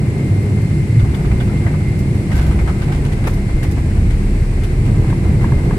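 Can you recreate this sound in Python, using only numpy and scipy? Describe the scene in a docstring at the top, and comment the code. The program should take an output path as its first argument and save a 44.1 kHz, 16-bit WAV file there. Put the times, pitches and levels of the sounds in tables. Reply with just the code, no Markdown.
"""A deep rumble fills an airliner cabin, heard at a window seat as the wheels roll over the airfield.
The fuselage booms and hums and a low drone swells; air rushes from the vents and a fan whines.
Joints in the pavement thud through the undercarriage and shake the plastic cabin trim
into rattles, ticks, hollow knocks, a jingling latch, one scrape and one hard clack."""
import sys
import numpy as np
from scipy import signal
from scipy.fft import rfft, irfft, next_fast_len
from scipy.io import wavfile
from scipy.ndimage import map_coordinates

SR = 44100
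rng = np.random.default_rng(int(sys.argv[2]) if len(sys.argv) > 2 else 0)


def materialize(psi):
    """Save the field psi as 16-bit PCM at rate SR to the path in sys.argv[1].

    A 1-D psi becomes a single channel; in a 2-D psi each row is a channel.
    """
    bounded = np.clip(np.atleast_2d(psi).T, -1, 1)
    quanta = np.round(bounded * 32767).astype(np.int16)
    wavfile.write(sys.argv[1], SR, quanta)


N = 254898
TIME_S = np.arange(N) / SR


def amp(db):
    """Decibels to gain."""
    return 10 ** (np.asarray(db) / 20)


def unit_rms(x):
    """x scaled to rms 1."""
    return x / np.sqrt(np.mean(x ** 2) + 1e-20)


def timeline(points):
    """(time, value) points interpolated to every sample."""
    return np.interp(TIME_S, *np.transpose(points))


def wobble(knots_per_s):
    """Smooth random curve, deviation about 1."""
    coarse = np.arange(0, N + 16, 16)
    knots = rng.standard_normal(int(N * knots_per_s / SR) + 4)
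    curve = map_coordinates(knots, [coarse * knots_per_s / SR])
    return np.interp(np.arange(N), coarse, curve)


def burst(start_s, rise_s, t60_s):
    """Impact envelope of peak 1: quick rise, exponential decay."""
    t = np.arange(SR // 2) / SR
    shape = (1 - np.exp(-t / rise_s)) * amp(-60 * t / t60_s)
    return np.pad(shape / shape.max(), (round(start_s * SR), N))[:N]


def held(start_s, length_s, rise_s, t60_s):
    """Sustained envelope: attack, hold, exponential decay."""
    t = np.maximum(TIME_S - start_s, 0)
    return (1 - np.exp(-t / rise_s)) * amp(-60 * np.maximum(t - length_s, 0) / t60_s)


def filtered(x, response):
    """x through a complex frequency response."""
    size = next_fast_len(N + SR // 2)
    return irfft(rfft(x, size) * response(np.fft.rfftfreq(size, 1 / SR)), size)[..., :N]


def spectrum(points):
    """Response through (Hz, dB) points on a log frequency axis."""
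    hz, db = np.transpose(points)
    return lambda f: amp(np.interp(np.log(f + 1), np.log(hz + 1), db))


def body(modes):
    """Response of (Hz, width, dB) resonances, summed with alternating signs."""
    return lambda f: sum((-1) ** k * amp(db) * 1j * f * width / (hz * hz - f * f + 1j * f * width)
                         for k, (hz, width, db) in enumerate(modes))


def struck(start_s, response, right_lag_s=0.0001):
    """One clean contact ringing a body: stereo, peak 1."""
    size = SR // 4
    hz = np.fft.rfftfreq(size, 1 / SR)
    delay = np.exp(-2j * np.pi * np.outer([0, right_lag_s], hz))
    ring = irfft(response(hz) * delay, size)
    return np.pad(ring / np.abs(ring).max(), ((0, 0), (round(start_s * SR), N)))[:, :N]


def ringing(start_s, hz, width_hz):
    """A quarter second of one noise-driven resonance: stereo, rms 1."""
    pole = np.exp((2j * hz - width_hz) * np.pi / SR)
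    ring = signal.lfilter([1], [1, -pole], rng.standard_normal((2, SR // 4))).imag
    return np.pad(unit_rms(ring), ((0, 0), (round(start_s * SR), N)))[:, :N]


# Port imbalance: (frequency [Hz], left minus right [dB])
PORT_BALANCE = [(150, -0.25), (450, 1), (600, 1.5), (750, -9), (1000, -1), (1500, 4.5), (3200, -1),
                (6000, 2.5), (9500, 2.5), (11200, 12), (15500, 6.5)]


def ports(pair):
    """Each of the two microphone ports adds its own colour."""
    return filtered(pair, lambda hz: spectrum(PORT_BALANCE)(hz) ** np.array([[0.5], [-0.5]]))


# Stereo width: (frequency [Hz], side over mid [dB])
WIDTH = [(35, -31), (150, -17.5), (330, -19.5), (550, -10.5), (800, -3), (1400, 1.5), (4000, 0)]


def noise(response):
    """Coloured stereo noise of rms 1: alike in the bass, diffuse above."""
    def mid_side(hz):
        angle = np.arctan(spectrum(WIDTH)(hz))
        return response(hz) * np.array([np.cos(angle), np.sin(angle)])
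    mid, side = filtered(rng.standard_normal((2, N)), mid_side)
    return unit_rms(ports(np.array([mid + side, mid - side])))


# Vent air: (frequency [Hz], relative density [dB])
AIR_SPECTRUM = [(300, -48), (750, -6), (1300, -3), (1750, 1.5), (2100, 5.5), (2500, 1), (3300, -9),
                (4400, -7.5), (6800, -13.5), (7600, -6.5), (8600, -10), (9500, -8), (10500, -18.5),
                (15500, -29)]


def vents():
    """Air rushes steadily from the vents."""
    return amp(-38.5 + 0.23 * wobble(3.45)) * noise(spectrum(AIR_SPECTRUM))


# Fan whine: (time [s], level [dB])
WHINE_LEVEL = [(0, -45), (0.1, -50), (0.25, -40), (0.33, -49), (0.5, -45), (0.62, -40.5), (0.76, -41),
               (0.84, -45), (1.18, -42.5), (1.28, -48), (1.4, -43), (1.46, -50), (1.55, -40), (1.62, -45),
               (1.67, -42), (1.76, -46), (1.85, -38), (1.93, -45), (2.3, -47), (2.66, -45.5), (3.0, -54),
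               (3.62, -42.5), (3.76, -63), (4.4, -50), (5.2, -48), (5.56, -43), (5.78, -45)]
# Fan tones: (frequency [Hz], relative level [dB], wander [Hz])
FAN_TONES = [(2105.5, 0, 3), (1995, -10.5, 4), (2131, -13, 12), (4262, -14.5, 12), (7425, -20, 26),
             (9582, -18.5, 20)]


def fan():
    """The fan whines in wavering tones; the high ones swell less."""
    whine_db = timeline(WHINE_LEVEL) + 2 * wobble(20)
    mean_db = whine_db.mean()
    tones = np.zeros((2, N))
    for hz, db, wander_hz in FAN_TONES:
        phase = 2 * np.pi * np.cumsum(hz + wander_hz * wobble(35)) / SR
        swell_db = (0.22 if hz > 3000 else 1) * (whine_db - mean_db)
        # Standing waves give each port its own level and phase.
        port_db = 1.6 * np.array([wobble(8.2), wobble(13)])
        tone = np.sqrt(2) * np.sin(phase + np.array([[1.3], [0]]))
        tones += amp(mean_db + db + swell_db + port_db) * tone
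    return tones


# Fuselage boom: (time [s], level [dB])
BOOM_LEVEL_DB = [(0, -16), (0.95, -16), (2.0, -16.5), (2.8, -18), (3.4, -18.5), (4.7, -19.5), (4.9, -15.5),
                 (5.78, -15.5)]
# Boom and wall roar: (frequency [Hz], relative density [dB])
BOOM_SPECTRUM = [(50, -49), (80, -3), (100, -1), (150, 0), (172, -9), (195, -3.5), (230, -17.5),
                 (330, -27.5), (700, -97)]
WALL_SPECTRUM = [(120, -25), (230, 1), (290, -1), (340, 1.5), (420, -5.5), (550, -13), (750, -18.5),
                 (1100, -24.5), (2500, -58)]


def fuselage():
    """Rolling makes the fuselage boom; the roar of the walls follows it and slowly grows."""
    boom_db = timeline(BOOM_LEVEL_DB)
    growth_db_per_s = 0.3642
    wall_db = -27.5 + 0.69 * (boom_db - boom_db.mean()) + growth_db_per_s * TIME_S + wobble(6)
    return amp(boom_db) * noise(spectrum(BOOM_SPECTRUM)) + amp(wall_db) * noise(spectrum(WALL_SPECTRUM))


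# Cabin hums: (time [s], length [s], level [dB], pitch [Hz])
CABIN_HUMS = [(0, 0.23, -20, 129.6), (0.25, 0.4, -20, 102), (0.52, 0.2, -19.5, 149.1),
              (0.83, 0.25, -18, 112.2), (0, 0.56, -37, 413.4), (1.374, 0.3, -18.5, 96.2),
              (1.66, 0.25, -20, 151.5), (1.844, 0.28, -20, 127.3), (1.103, 3.45, -32.5, 196.7),
              (2.297, 0.34, -20.5, 59.67), (2.717, 0.38, -21, 94), (3.58, 0.52, -24, 74.2),
              (4.82, 0.22, -19.5, 131.5), (5.378, 0.17, -19.5, 130.7)]


def hums():
    """Wavering hums rise out of the cabin boom and sink back."""
    total = np.zeros(N)
    for start_s, length_s, db, hz in CABIN_HUMS:
        phase = 2 * np.pi * np.cumsum(hz * (1 + 0.01776 * wobble(12))) / SR
        envelope = amp(db + 1.5 * wobble(9.7)) * held(start_s, length_s, rise_s=0.045, t60_s=0.45)
        total += envelope * np.sqrt(2) * np.sin(phase)
    return total


# Airframe drone: (time [s], relative level [dB])
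DRONE_LEVEL = [(0, -34), (0.9, -46), (1.05, -27), (1.65, -24), (2.1, -26), (3.35, -14.5), (3.7, -21),
               (4.15, -10.5), (5.1, -14.5), (5.25, -22), (5.78, -19)]


def drone():
    """The airframe vibrates at a deep note and its octave, sinking in pitch as the aircraft slows."""
    start_hz, sag_hz_per_s = 37.26, 0.46
    phase = 2 * np.pi * np.cumsum(start_hz - sag_hz_per_s * TIME_S) / SR
    octave = amp(-7.5 + 0.86 * wobble(9.4)) * np.sin(2 * phase + 1.5 * wobble(5.9))
    return amp(timeline(DRONE_LEVEL) - 5) * np.sqrt(2) * (np.sin(phase) + octave)


# Wheel rumble: (frequency [Hz], relative density [dB])
WHEEL_SPECTRUM = [(12, -16), (24, -13), (38, -8), (60, 2.5), (78, -1), (100, -0.5), (170, -60), (400, -97)]
# Rough pavement: (time [s], length [s], level [dB])
ROUGH_PATCHES = [(0.994, .08, -13), (1.225, 0.17, -18), (2.295, 0.3, -22), (3.966, 0.18, -15),
                 (5.2, 0.82, -16.5)]


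def wheels():
    """Wheel rumble builds to a steady level and surges over rough pavement."""
    start_db, settled_db, build_s = -26, -21, 1
    steady = amp(settled_db + (start_db - settled_db) * np.exp(-TIME_S / build_s))
    surges = sum(amp(db) * held(start_s, length_s, rise_s=0.029, t60_s=0.54)
                 for start_s, length_s, db in ROUGH_PATCHES)
    return np.hypot(steady, surges) * noise(spectrum(WHEEL_SPECTRUM))


# Trim chatter: (time [s], level [dB])
CHATTER_LEVEL = [(0, -42), (0.9, -46), (1.15, -38), (1.55, -40.5), (2.25, -48), (2.36, -32.5),
                 (2.65, -41.5), (2.77, -38.5), (2.92, -38), (3.12, -38.5), (3.45, -42.5), (4.4, -43.5),
                 (5.5, -36.5), (5.78, -33.5)]
# Trim resonances: (frequency [Hz], width [Hz], gain [dB])
TRIM_MODES = [(720, 178, 3), (1024, 167, 2.5), (1226, 190, 0.5), (1572, 137, 0), (2040, 306, 2),
              (2183, 490, -3.5)]
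# Bright edge of the contacts: (frequency [Hz], relative density [dB])
EDGE_SPECTRUM = [(1500, -2), (2800, 4), (4200, -4), (6500, -9), (10000, -9), (15000, -31)]


def chatter():
    """Loose trim chatters throughout."""
    contacts = amp(3.6 * wobble(50))
    plastic = noise(body(TRIM_MODES)) + amp(-11) * noise(spectrum(EDGE_SPECTRUM))
    return amp(timeline(CHATTER_LEVEL)) * unit_rms(contacts * plastic)


# Plastic ticks: (time [s], relative level [dB])
TICK_HITS = [(0.423, -44), (0.611, -45), (1.145, -39), (1.223, -46), (1.403, -45), (1.987, -37),
             (2.150, -42), (2.353, -34), (2.421, -39), (2.460, -39), (3.269, -30.5), (3.300, -42),
             (3.332, -39), (3.631, -34), (3.711, -35.5), (4.634, -42)]
# Tick colour: (frequency [Hz], relative density [dB])
TICK_SPECTRUM = [(2000, -8), (5000, 8.5), (9000, 3), (11200, 5), (14000, 0), (16000, -14)]


def ticks():
    """Small plastic parts click; faint random ticks join in, stronger as the trim chatters."""
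    rise_s, t60_s = 0.0044, 0.092
    chatter_db = timeline(CHATTER_LEVEL)
    strays = sum(amp(-56 + 4 * strength) * burst(position * N / SR, rise_s, t60_s)
                 for position, strength in rng.random(size=(36, 2)))
    strays *= amp(0.7 * (chatter_db - chatter_db.mean()))
    hits = sum(amp(db) * burst(start_s, rise_s, t60_s) for start_s, db in TICK_HITS)
    grain = unit_rms(amp(3 * wobble(450)) * noise(spectrum(TICK_SPECTRUM)))
    return amp(-4.5) * (hits + strays) * grain


def scrape():
    """As the cabin flexes, two panels rub in quick, uneven slips and one creaks."""
    start_s = 2.312
    envelope = amp(-36) * held(start_s, length_s=0.09, rise_s=0.028, t60_s=0.45)
    slips = unit_rms(amp(3 * wobble(300)))
    grit = noise(spectrum(EDGE_SPECTRUM)) + amp(-14) * noise(spectrum(TICK_SPECTRUM))
    grit += amp(-12) * noise(body(TRIM_MODES))
    creak = amp(-0.5) * ringing(start_s, hz=1550, width_hz=80)
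    return envelope * (slips * grit + creak)


# Latch shakes: (time [s], level [dB], T60 [s])
LATCH_SHAKES = [(0.994, -34, .06), (1.144, -32, .06), (1.257, -39, .05), (1.399, -33, .11), (1.57, -42, .1)]
# Latch resonances: (frequency [Hz], width [Hz], gain [dB])
LATCH_MODES = [(2120, 110, 5), (2900, 130, 1), (3450, 140, -1), (3900, 120, -8), (4630, 120, -7)]


def latch():
    """A small loose latch jingles with the same notes at each shake."""
    rise_s = 0.0023
    envelope = sum(amp(db) * burst(start_s, rise_s, t60_s) for start_s, db, t60_s in LATCH_SHAKES)
    return envelope * noise(body(LATCH_MODES))


# Trim rattles: (time [s], relative level [dB], relative edge gain [dB], ring [Hz])
TRIM_RATTLES = [(0.994, -29, -10, 1400), (1.041, -25, -16, 756), (1.135, -26.5, -16, 1290),
                (1.243, -26, -13, 1280), (1.311, -23, -24, 2210), (1.400, -26, -16, 1500),
                (1.494, -32, -18, 1400), (1.661, -20, -24, 2000), (1.735, -28.5, -22, 1280),
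                (2.314, -23, -8.5, 1920), (2.385, -23, -16, 1550), (2.508, -27, -8, 1250),
                (2.586, -21.5, -18, 2190), (2.673, -21.5, -15, 1360), (2.686, -24, -14, 1040),
                (2.816, -26, -4, 1580), (2.876, -24, -18, 760), (2.918, -28, -6, 1570),
                (2.946, -34, -2, 2010), (3.046, -28, -5, 990), (3.118, -27.5, -3.5, 2000),
                (3.237, -26, -11, 1650), (3.625, -23, -7, 1940), (4.103, -29.5, -4, 2110),
                (4.632, -33, 0.5, 1540), (4.85, -34, 0, 2700), (5.095, -28, -8, 1620)]


def rattles():
    """Bumps rattle the trim: one clear tap, then a flurry of tiny contacts; each part has its note."""
    rise_s, width_hz = 0.005, 160
    shakes, edge_shakes = np.zeros((2, N))
    rings, taps = np.zeros((2, 2, N))
    for start_s, db, edge_db, hz in TRIM_RATTLES:
        t60_s = 0.14 / (hz / 1000) ** 0.27  # small parts die away faster
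        shake = amp(db) * burst(start_s, rise_s, t60_s)
        shakes += shake
        edge_shakes += amp(edge_db) * shake
        rings += shake * ringing(start_s, hz, width_hz)
        taps += amp(db - 3) * struck(start_s + rise_s, body([(hz, width_hz, 0)]))
    contacts = unit_rms(amp(2.2 * wobble(280)))
    lining = amp(-9) * shakes * noise(body(TRIM_MODES))
    edge = amp(-4.5) * edge_shakes * noise(spectrum(EDGE_SPECTRUM))
    return contacts * (lining + edge) + amp(-11) * rings + ports(taps)


# Panel knocks: (time [s], level [dB], low-pass corner [Hz])
PANEL_KNOCKS = [(5.045, -26, 1500), (5.1275, -19.5, 2000), (5.443, -16, 2300), (5.5205, -19, 1700),
                (5.709, -17, 1600)]
# Hollow panel resonances: (frequency [Hz], width [Hz], gain [dB])
HOLLOW_MODES = [(930, 82, 0), (1140, 110, -6.5), (1665, 68, -4.5)]


def knocks():
    """A hollow panel taps its frame, duller on softer contacts; the cabin answers briefly."""
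    panel = body(HOLLOW_MODES)

    def dulled(corner_hz):
        return lambda hz: panel(hz) / (1 + 1.4j * hz / corner_hz - (hz / corner_hz) ** 2)
    direct = sum(amp(db) * struck(start_s, dulled(corner_hz)) for start_s, db, corner_hz in PANEL_KNOCKS)
    tails = sum(amp(db) * burst(start_s, rise_s=0.0027, t60_s=0.053) for start_s, db, _ in PANEL_KNOCKS)
    return ports(direct) + amp(-16) * tails * noise(panel)


# Hard contacts with the frame: (time [s], level [dB])
CLACK_HITS = [(3.273, -17.5), (3.2773, -16.5), (3.2808, -17.5), (3.295, -25)]
# Slapped panel resonances: (frequency [Hz], width [Hz], gain [dB])
CLACK_MODES = [(430, 200, 4), (700, 180, 3), (1000, 210, 2), (1340, 170, 3), (1900, 300, -1),
               (2650, 360, -6.5), (3800, 500, -15)]


def clack():
    """A panel shudders, slaps its frame in quick succession and is damped at once."""
    peak_s, build_s, t60_s = 3.278, 0.015, 0.1
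    panel = body(CLACK_MODES)
    t = TIME_S - peak_s
    envelope = np.exp(np.minimum(t, 0) / build_s) * amp(-60 * np.maximum(t, 0) / t60_s)
    contacts = unit_rms(amp(2.4 * wobble(400)))
    shudder = contacts * (noise(panel) + amp(-12) * noise(spectrum(EDGE_SPECTRUM)))
    slaps = sum(amp(db) * struck(start_s, panel, right_lag_s=0.00022) for start_s, db in CLACK_HITS)
    return amp(-22.5) * envelope * shudder + ports(slaps)


# Pavement joints: (time [s], relative level [dB], pitch [Hz])
JOINTS = [(0.968, 4.5, 114), (1.032, 4, 60.5), (1.273, -3, 55.4), (1.352, -10, 47.3), (2.345, 1, 70),
          (2.390, 0.5, 58), (2.491, 0.5, 63), (2.556, 5, 72), (2.612, 1, 60), (3.266, -6, 143),
          (3.542, 0.5, 40.3), (3.978, 3.5, 74), (5.439, -4, 50), (5.562, -3, 42), (5.638, -4, 42)]


def thuds():
    """Each joint gives the undercarriage a short, low push."""
    total = np.zeros(N)
    for start_s, db, hz in JOINTS:
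        envelope = amp(db - 7) * burst(start_s, rise_s=0.0035, t60_s=0.09)
        total += envelope * np.sin(2 * np.pi * hz * (TIME_S - start_s))
    return total


def scene():
    """Rumble, ventilation and shaken trim, summed at the seat."""
    rumble = wheels() + fuselage() + hums() + drone() + thuds()
    ventilation = vents() + fan()
    trim = chatter() + rattles() + latch() + clack() + scrape() + ticks() + knocks()
    return rumble + ventilation + trim


def record(dry):
    """Soft peak limiter, then a brick-wall low-pass."""
    ceiling, cutoff_hz = 0.9, 15720
    rounded = dry / (1 + np.abs(dry / ceiling) ** 8) ** (1 / 8)
    return filtered(rounded, lambda hz: hz < cutoff_hz)


dry = scene()
out = record(dry)
materialize(out)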